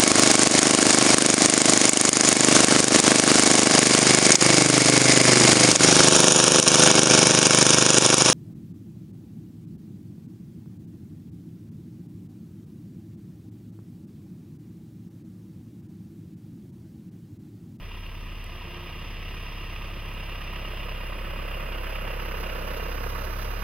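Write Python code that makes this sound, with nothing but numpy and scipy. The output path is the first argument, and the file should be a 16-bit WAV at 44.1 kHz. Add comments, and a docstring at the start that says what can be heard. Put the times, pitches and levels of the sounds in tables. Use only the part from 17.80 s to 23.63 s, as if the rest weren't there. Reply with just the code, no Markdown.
"""A four-cylinder diesel pickup crawls over grass, just above idle, and slides close past the microphone.
Each firing pushes out a low pulse and sets off a volley of impacts: combustion knock, piston slap,
valves, injectors. Twice the engine sags under load and knocks harder; now and then one firing clacks.
As the grille goes by, the clatter gives way to boom and hiss from under the body, where the firings
ring a hollow. Behind it all the fan hums, the tyres rumble and two dry stalks snap."""
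import sys
import numpy as np
from scipy import signal
from scipy.fft import rfft, irfft
from scipy.io import wavfile
from scipy.ndimage import uniform_filter1d

SR = 44100
rng = np.random.default_rng(int(sys.argv[2]) if len(sys.argv) > 2 else 0)


def dump_mix(stems):
    """Bounce the given channels to the path in sys.argv[1] as a 16-bit WAV at rate SR."""
    frames = np.atleast_2d(stems).T  # one column per channel
    limited = np.clip(frames, -1, 1)  # hard clip at full scale
    pcm = np.round(limited * 32767).astype(np.int16)
    wavfile.write(sys.argv[1], SR, pcm)


N = 257103
TIME, HZ = np.arange(N) / SR, np.fft.rfftfreq(N, 1 / SR)
CRAWL_M_PER_S = .8
HUM_SHADOW_DB = -6  # what the cab takes from the exhaust and the upper firing orders

# engine speed: (time [s], firing rate [Hz])
FIRING_RATE = [(0, 33.84), (.35, 34.64), (.62, 34.55), (.88, 32.05), (1.08, 31.95), (1.3, 34.2),
               (1.7, 33.7), (2.3, 33.69), (2.65, 33.37), (3.1, 33.67), (3.9, 33.7), (4.4, 33.58),
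               (4.9, 32.67), (5.15, 33.96), (5.5, 33.77), (5.83, 34.67)]
# combustion impacts in one firing: (delay [firings], strength [dB], ring time [s])
COMBUSTION = [(-.11, 0, .006), (.1, -.5, .0055), (.3, -9, .005)]
# tone of the block and of the top end, each from ahead, then from the flank: (frequency [Hz], level [dB])
KNOCK_COLOURS = [(440, -35), (750, -8), (830, -7.5), (925, -5), (1000, -1), (1040, -2), (1140, -2.5),
                 (1250, -2.5), (1380, -8.5), (1480, -11.5), (1590, -3.5), (1900, -11.5), (2470, -77),
                 (4180, -120)], [(440, -9), (750, -0.5), (843, -5.5), (915, 0), (1010, -2.5), (1110, 1.5),
                 (1280, 0), (1550, 1), (1900, -4), (2470, -7), (4180, -120)]
CLATTER_COLOURS = [(1120, -56), (1900, -8.5), (2000, -10), (2230, -5.5), (2470, -4), (2960, -7.5),
                   (3280, -9.5), (3900, -16), (4480, -23.5), (5000, -19.5), (5350, -26), (5750, -14),
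                   (6200, -31.5), (7000, -42), (9100, -50), (15400, -120)], [(1120, -53), (1900, -9),
                   (2470, -3.5), (2980, -6.5), (3520, -17), (4200, -23), (5460, -22), (9240, -120)]
# stereo image from ahead, then from the flank: (frequency [Hz], left-right likeness [0-1], left lead [rad])
IMAGES = [(60, 1.0, -0.1), (200, 0.99, -0.2), (350, 0.98, -0.3), (520, 0.93, -0.4), (800, 0.89, -0.2),
          (1200, 0.9, -0.2), (1700, 0.87, 0.3), (2400, 0.99, 0.0), (3100, 0.99, -0.0), (4400, 0.55, -1.3),
          (5000, 0.8, -0.3), (5400, 0.6, -2.4), (5800, 0.88, -3.2), (8500, 0.77, -3.3), (10500, 0.56, -5.9),
          (12500, 0.43, -6.0), (15000, 0.28, -5.7)], [(60, 1.0, -0.1), (200, 0.98, -0.3), (350, 0.96, -0.8),
          (520, 0.95, -1.4), (800, 0.83, -1.5), (1200, 0.71, -1.5), (1700, 0.62, 0.9), (2400, 0.81, -0.0),
          (3100, 0.83, -0.2), (4200, 0.63, -2.0), (5000, 0.65, -2.5), (5800, 0.79, -3.1),
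          (8500, 0.59, -3.5), (10500, 0.67, -6.1), (12500, 0.52, -6.5), (15000, 0.35, -6.9)]


def gain_of(db):
    return 10 ** (np.asarray(db) / 20)


def curves(rows):
    """The columns of a time table, sample by sample."""
    times, *columns = np.transpose(rows)
    return [np.interp(TIME, times, column) for column in columns]


def spectra(rows):
    """The columns of a frequency table, bin by bin."""
    hz, *columns = np.transpose(rows)
    return [np.interp(np.log(HZ + 1), np.log(hz + 1), column) for column in columns]


def wander(per_s):
    """A smooth random drift of about unit size."""
    knots = np.arange(0, TIME[-1] + 1, 1 / per_s)
    return np.interp(TIME, knots, rng.standard_normal(1024)[:len(knots)])


def lift(hz, resonances):
    """Decibels that a set of resonances adds at these frequencies."""
    return sum(db / (1 + (2 * (hz - centre) / width) ** 2) for centre, width, db in resonances)


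def passing(closest_m, distance_m):
    """Level in dB, 0 at its peak, of a source that passes distance_m away after closest_m of travel."""
    return -10 * np.log10(1 + ((closest_m - CRAWL_M_PER_S * TIME) / distance_m) ** 2)


def flank_share(after_m=2.46, over_m=.56):
    """0 with the grille ahead, 1 with the flank alongside."""
    return 1 / (1 + np.exp((after_m - CRAWL_M_PER_S * TIME) / over_m))


def shadow(after_m=4.1, over_m=.09):
    """0 with the engine in sight, 1 with the cab in between."""
    return 1 / (1 + np.exp((after_m - CRAWL_M_PER_S * TIME) / over_m))


def load(free_hz=34.6, full_droop_hz=2.6, smooth_s=.14):
    """Engine load, 0 free to 1 full, from how far the governor lets the firing rate droop."""
    droop = (free_hz - curves(FIRING_RATE)[0]) / full_droop_hz
    return np.clip(uniform_filter1d(droop, int(smooth_s * SR)), 0, 1)


def loudness(closest_m, distance_m, db, load_db):
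    """Level in dB of one engine sound, set by distance and load."""
    return db + passing(closest_m, distance_m) + load_db * load()


def at_mics(pair, colour, image):
    """Colours two unrelated signals and blends them into a partly alike stereo pair at unit level."""
    # narrow resonances of block and covers: (frequency [Hz], width [Hz], lift [dB])
    resonances = [(1080, 130, 1.5), (2510, 110, 1.3), (2780, 220, 3.3), (3020, 160, 2.2), (4960, 480, 3.5)]
    left, other = rfft(pair) * gain_of(spectra(colour)[0] + lift(HZ, resonances))
    likeness, lead = spectra(image)
    right = likeness * left + np.sqrt(1 - likeness ** 2) * other
    heard = irfft(np.array([left * np.exp(.5j * lead), right * np.exp(-.5j * lead)]), N)
    return heard / heard.std()


def ring_on(pair, ring_s, ring_db):
    """Castings, covers and the cavity under the truck ring on in many narrow modes."""
    t = np.arange(SR // 6) / SR
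    tail = rng.standard_normal(len(t)) * np.exp(-t / ring_s)
    tail /= np.linalg.norm(tail)
    return pair + gain_of(ring_db) * signal.oaconvolve(pair, tail[None], axes=1)[:, :N]


def puffs(firings, cylinders, hz, rise_s, scatter_db, detune):
    """Each firing briefly rings a cavity near the curve hz; complex, so that its phase can be turned."""
    t, out = np.arange(SR // 16) / SR, np.zeros(N + SR, complex)
    swell = (t / rise_s * np.exp(-t / rise_s)) ** 2
    for firing, (luck, stray) in zip(range(int(firings[-1]) + 1), rng.standard_normal((256, 2))):
        delay, db = cylinders[firing % len(cylinders)]
        at = int(np.interp(firing + delay, firings, TIME) * SR)
        tone = np.exp(2j * np.pi * hz[at] * (1 + detune * stray) * t)
        out[at:at + len(t)] += gain_of(db + scatter_db * luck) * swell * tone
    return out[:N] / out[:N].real.std()


def volley(firings, force, impacts, cylinder_db, repeat, scatter_db, bed_db, jitter_s=.0004):
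    """Metal rings after each impact: partly alike whenever that cylinder fires, partly new, over a bed."""
    firing = np.arange(1, int(firings[-1]) + 1)
    t = np.arange(SR // 30) / SR
    ringing, power = np.zeros((2, N)), np.zeros(N)
    for delay, db, ring_s in impacts:
        slip, luck = rng.standard_normal((2, 256))[:, :len(firing)]
        # a hard firing hardens all its impacts
        size_db = db + scatter_db * (force[:len(firing)] + luck) / np.sqrt(2)
        strike_s = np.interp(firing + delay, firings, TIME) + jitter_s * slip
        at = np.clip(strike_s * SR, 0, N - 1).astype(int)
        fade = np.exp(-t / ring_s) * (1 - np.exp(-t / .0023))
        for cylinder, strength_db in enumerate(cylinder_db):
            blows, own = np.zeros(N), firing % len(cylinder_db) == cylinder
            blows[at[own]] = gain_of(size_db[own] + strength_db)
            signature = fade * rng.standard_normal((2, len(t)))
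            ringing += signal.oaconvolve(blows[None], signature, axes=1)[:, :N]
            power += signal.oaconvolve(blows ** 2, fade ** 2)[:N]
    noise_level = np.sqrt(abs((1 - repeat) * power + gain_of(bed_db) ** 2 * power.mean()))
    return np.sqrt(repeat) * ringing + noise_level * rng.standard_normal((2, N))


def rumble(level_db=-44.5, stray_db=-11):
    """Tyres on soft ground and shaking body panels; a little low end reaches each side on its own."""
    # tone of the rumble: (frequency [Hz], level [dB])
    colour = [(8, -20), (20, -20), (40, 0.5), (80, 0), (130, -7), (175, -0.5), (240, -8), (310, -6.5),
              (360, -15), (430, -33.5)]
    common = at_mics(rng.standard_normal((2, N)), colour, IMAGES[1])
    stray = irfft(rfft(rng.standard_normal((2, N))) * gain_of(spectra(colour)[0]) / (1 + HZ / 60), N)
    stray /= np.sqrt(np.mean(stray ** 2))
    level = gain_of(level_db + passing(closest_m=5.4, distance_m=2.62) + .75 * wander(8))
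    return level * (common + gain_of(stray_db) * stray)


def stalks(decay_s=.0013, band_hz=(6800, 13500)):
    """Dry stalks snap under a tyre with tiny bright cracks."""
    # the cracks: (time [s], strength [dB])
    snaps = [(.642, -38), (.6645, -44)]
    burst = sum(gain_of(db) * np.exp(-abs(TIME - s) / decay_s) * (TIME >= s) for s, db in snaps)
    band = signal.butter(2, band_hz, "bandpass", fs=SR, output="sos")
    return signal.sosfilt(band, burst * rng.standard_normal((2, N)))


def fan(stir_rad=.35, ahead_db=-46.3):
    """The cooling fan's blade tone, heard through the grille; uneven air stirs it."""
    # the fan slips on its clutch: (time [s], blade rate [Hz])
    blade_rate = [(0, 90), (.6, 90), (1.2, 87.3), (2.6, 87.5), (3.6, 90)]
    angle = 2 * np.pi * np.cumsum(curves(blade_rate)[0]) / SR + stir_rad * wander(7)
    return np.sqrt(2) * gain_of(ahead_db) * (1 - flank_share()) * np.sin(angle)


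def exhaust(firings, silencer_hz=152, level_db=-50):
    """Each firing rings the silencer; two strong and two weak puffs make the engine lope."""
    # each cylinder's puff: (delay [firings], strength [dB])
    cylinders = [(.09, 0), (.05, 1), (.28, -4), (.07, -4)]
    ring = puffs(firings, cylinders, np.full(N, silencer_hz), rise_s=.0058, scatter_db=1, detune=.03)
    db = level_db + passing(closest_m=3, distance_m=2.3) + HUM_SHADOW_DB * shadow()
    return gain_of(db) * ring.imag


def hollow(firings, pan_db=-6, lead_rad=-1.3):
    """Each firing rings the hollow under the body, every second one harder; the right side leads."""
    # the hollow rings louder and lower as it comes alongside: (time [s], pitch [Hz], level [dB])
    cavity = [(0, 570, -72), (2.7, 570, -57), (3.2, 555, -49.5), (3.7, 540, -46.5), (4.4, 515, -45),
              (4.95, 500, -42.5), (5.25, 495, -43.5), (5.6, 485, -50), (5.83, 485, -49)]
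    # each cylinder's blow: (delay [firings], strength [dB])
    blows = [(-.15, -2), (-.13, 0), (.02, -2), (-.08, .3)]
    hz, db = curves(cavity)
    ring = puffs(firings, blows, hz, rise_s=.0055, scatter_db=.7, detune=.04)
    side = np.array([[.5], [-.5]])
    return gain_of(db + pan_db * side) * (ring * np.exp(1j * lead_rad * side)).real


def throb(firings, lean_rad=1.15, waver_db=.5, drone_s=5.08, drone_rise_s=.096, drone_db=-43.5):
    """The firing orders add up to a lopsided low pulse; the weaker ones waver and stir the body panels."""
    # orders 1-3: (travel until closest [m], distance then [m], level then [dB], change at full load [dB])
    low_orders = [(3.86, 1.8, -30.5, -5.5), (4.13, 1.54, -40.5, -0.1), (2.2, 1, -46.5, -2)]
    # weaker orders: (multiple of the firing rate, level [dB])
    overtones = [(4, -58.5), (5, -65.5), (6, -65), (7, -60.5), (9, -65), (11, -63.5)]
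    # panels that groan when the sagging orders reach them: (frequency [Hz], width [Hz], lift [dB])
    panels = [(160, 8, 16), (352, 8, 10)]
    firing_hz, angle = curves(FIRING_RATE)[0], 2 * np.pi * (firings - .07)
    low = sum(gain_of(loudness(*row)) * np.cos(order * angle + lean_rad * (order > 1))
              for order, row in enumerate(low_orders, 1))
    # a drone on the third order sets in as the load comes off
    onset = np.clip((TIME - drone_s) / drone_rise_s, 0, 1)
    drone = gain_of(drone_db) * onset * np.cos(3 * angle - lean_rad / 2)
    high = 0
    for order, db in overtones:
        level_db = db + lift(order * firing_hz, panels) + waver_db * wander(6.3)
        phase = 2 * np.pi * order * (firings - .42) + wander(4.7)
        high += gain_of(level_db + HUM_SHADOW_DB * shadow()) * np.cos(phase)
    return -np.sqrt(2) * (low + drone + high)


def clacks(ring_s=.0045, rise_s=.0015, pan_db=-4):
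    """A hard firing rings block and covers together."""
    # the hard firings: (time [s], strength [dB])
    hits = [(2.759, -34), (4.155, -33), (4.275, -31), (4.634, -32), (4.696, -29), (5.649, -33)]
    ages = [(np.maximum(TIME - s, 0), db) for s, db in hits]
    burst = sum(gain_of(db) * np.exp(-age / ring_s) * (1 - np.exp(-age / rise_s)) for age, db in ages)
    metal = sum(at_mics(rng.standard_normal((2, N)), colours[1], IMAGES[1])
                for colours in (KNOCK_COLOURS, CLATTER_COLOURS))
    return burst * metal * gain_of([[pan_db / 2], [-pan_db / 2]])


def injector_hiss(firings, wash_db, flutter_db=.6):
    """The injectors tick, all four equally hard, and blur into a fluttering hiss."""
    # ticks in one firing: (delay [firings], strength [dB], ring time [s])
    ticks = [(-.17, 0, .0055), (.03, -.5, .0055), (.24, -1, .005)]
    force = rng.standard_normal(256)
    hiss = volley(firings, force, ticks, [0, 0, 0, 0], repeat=.19, scatter_db=2.4, bed_db=-2.3 + wash_db)
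    return hiss * gain_of(flutter_db * wander(19))


def valve_clatter(firings, force, wash_db, shadow_db=-3.6):
    """Valves strike and ring the covers, quieter once the cab is in the way."""
    # strikes in one firing: (delay [firings], strength [dB], ring time [s])
    valves = [(0, -3, .01), (.17, 3.5, .0044), (.418, -8, .02), (.86, -2, .008)]
    # each cylinder's clatter: (strength [dB])
    cylinders = [2, -.3, .5, -2]
    # the clatter swells and sinks: (time [s], level [dB])
    swell = [(0, -.5), (.5, -1), (.95, 1.4), (1.7, 1.4), (2.25, 0), (2.78, 1.7), (3.45, -.3), (4.3, .3),
             (4.6, -.5), (4.95, 1), (5.25, -1.8), (5.83, -1)]
    strikes = volley(firings, force, valves, cylinders, repeat=.22, scatter_db=1, bed_db=-3.1 + wash_db)
    level = gain_of(curves(swell)[0] + shadow_db * shadow())
    return ring_on(strikes, ring_s=.0056, ring_db=-7.5) * level


def underbody_boom(firings, force):
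    """Combustion booms in the cavity under the truck."""
    # each cylinder's boom: (strength [dB])
    cylinders = [-0.28, -0.15, 0.8, 0.63]
    blows = volley(firings, force, COMBUSTION, cylinders, repeat=.55, scatter_db=.5, bed_db=-1.5)
    return ring_on(blows, ring_s=.047, ring_db=-14.5)


def block_knock(firings, force, wash_db):
    """Combustion and piston slap ring the block."""
    # each cylinder's knock: (strength [dB])
    cylinders = [-1.2, -2.4, -3, -5.5]
    blows = volley(firings, force, COMBUSTION, cylinders, repeat=.3, scatter_db=.5, bed_db=-2.6 + wash_db)
    return ring_on(blows, ring_s=.015, ring_db=-9)


def engine(firings):
    """Boom, knock, clatter and hiss, each changing level, colour and pan as the truck goes by."""
    # tone of boom and hiss, each from ahead, then from the flank: (frequency [Hz], level [dB])
    boom_colours = [(160, -62), (280, -13), (350, 0.5), (394, -12.5), (435, -3), (533, -5.5), (600, -7),
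                    (705, -6), (750, -13.5), (980, -48), (1650, -120)], [(160, -41), (280, -50), (333, -2),
                    (362, -3.5), (394, -2), (482, -2.5), (545, -4.5), (630, 4), (714, -18), (750, -16.5),
                    (980, -10), (1650, -120)]
    hiss_colours = [(4120, -43), (7000, -18), (9210, -22), (10700, -0.5), (12000, -8.5), (13400, -0.5),
                    (14500, -10), (15600, -2.5)], [(2350, 0), (4000, 8.5), (4530, 1), (4940, 9), (5200, -4),
                    (5380, 1), (5850, 9.5), (6750, -7.5), (7560, -24), (9020, -15.5), (11100, 2.5),
                    (12600, 1.5), (14100, 7.5), (15600, -3)]
    # how boom, knock, clatter and hiss pass:
    # (travel until closest [m], distance then [m], level then [dB], change at full load [dB])
    paths = [(3.79, 1.12, -45, 4), (3.92, 1.03, -40.5, 2.5), (3.62, 2.07, -41.5, 0),
             (4.29, 0.72, -46.5, 1.3)]
    # their pans, all right of centre: (left minus right at first [dB], at last [dB], bend [exponent])
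    pans = [(-3, -2.5, 1), (-1, -17.5, 1.07), (-1.5, -7.5, 12), (-5, -6.5, 0.76)]
    flank, force = flank_share(), rng.standard_normal(256)
    wash_db = 4.5 * (1 - flank * load())  # alongside and under load, impacts stand further out of the bed
    drives = [underbody_boom(firings, force), block_knock(firings, force, wash_db),
              valve_clatter(firings, force, wash_db), injector_hiss(firings, wash_db)]
    colours = boom_colours, KNOCK_COLOURS, CLATTER_COLOURS, hiss_colours
    # treble is the most directional, so it takes on the flank's colour last
    shares = [flank ** power for power in (.9, 1.05, 1.3, 2.8)]
    out = np.zeros((2, N))
    for drive, (ahead, side), share, path, pan in zip(drives, colours, shares, paths, pans):
        first_db, last_db, bend = pan
        pan_db = first_db + (last_db - first_db) * (TIME / TIME[-1]) ** bend
        sides = gain_of([pan_db / 2, -pan_db / 2])
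        sound = (1 - share) * at_mics(drive, ahead, IMAGES[0]) + share * at_mics(drive, side, IMAGES[1])
        out += gain_of(loudness(*path)) * sound * sides / sides.mean(0)
    return out


def scene():
    firings = .18 + np.cumsum(curves(FIRING_RATE)[0]) / SR  # running count: the engine's clock
    truck = throb(firings) + exhaust(firings) + fan() + engine(firings) + hollow(firings) + clacks()
    return truck + rumble() + stalks()


def record(dry, edge_hz=15830):
    """A steep low-pass trims the highest treble."""
    lowpass = signal.firwin(1023, edge_hz, window=("kaiser", 9), fs=SR)
    return signal.oaconvolve(dry, lowpass[None], "same")


dry = scene()
out = record(dry)
dump_mix(out)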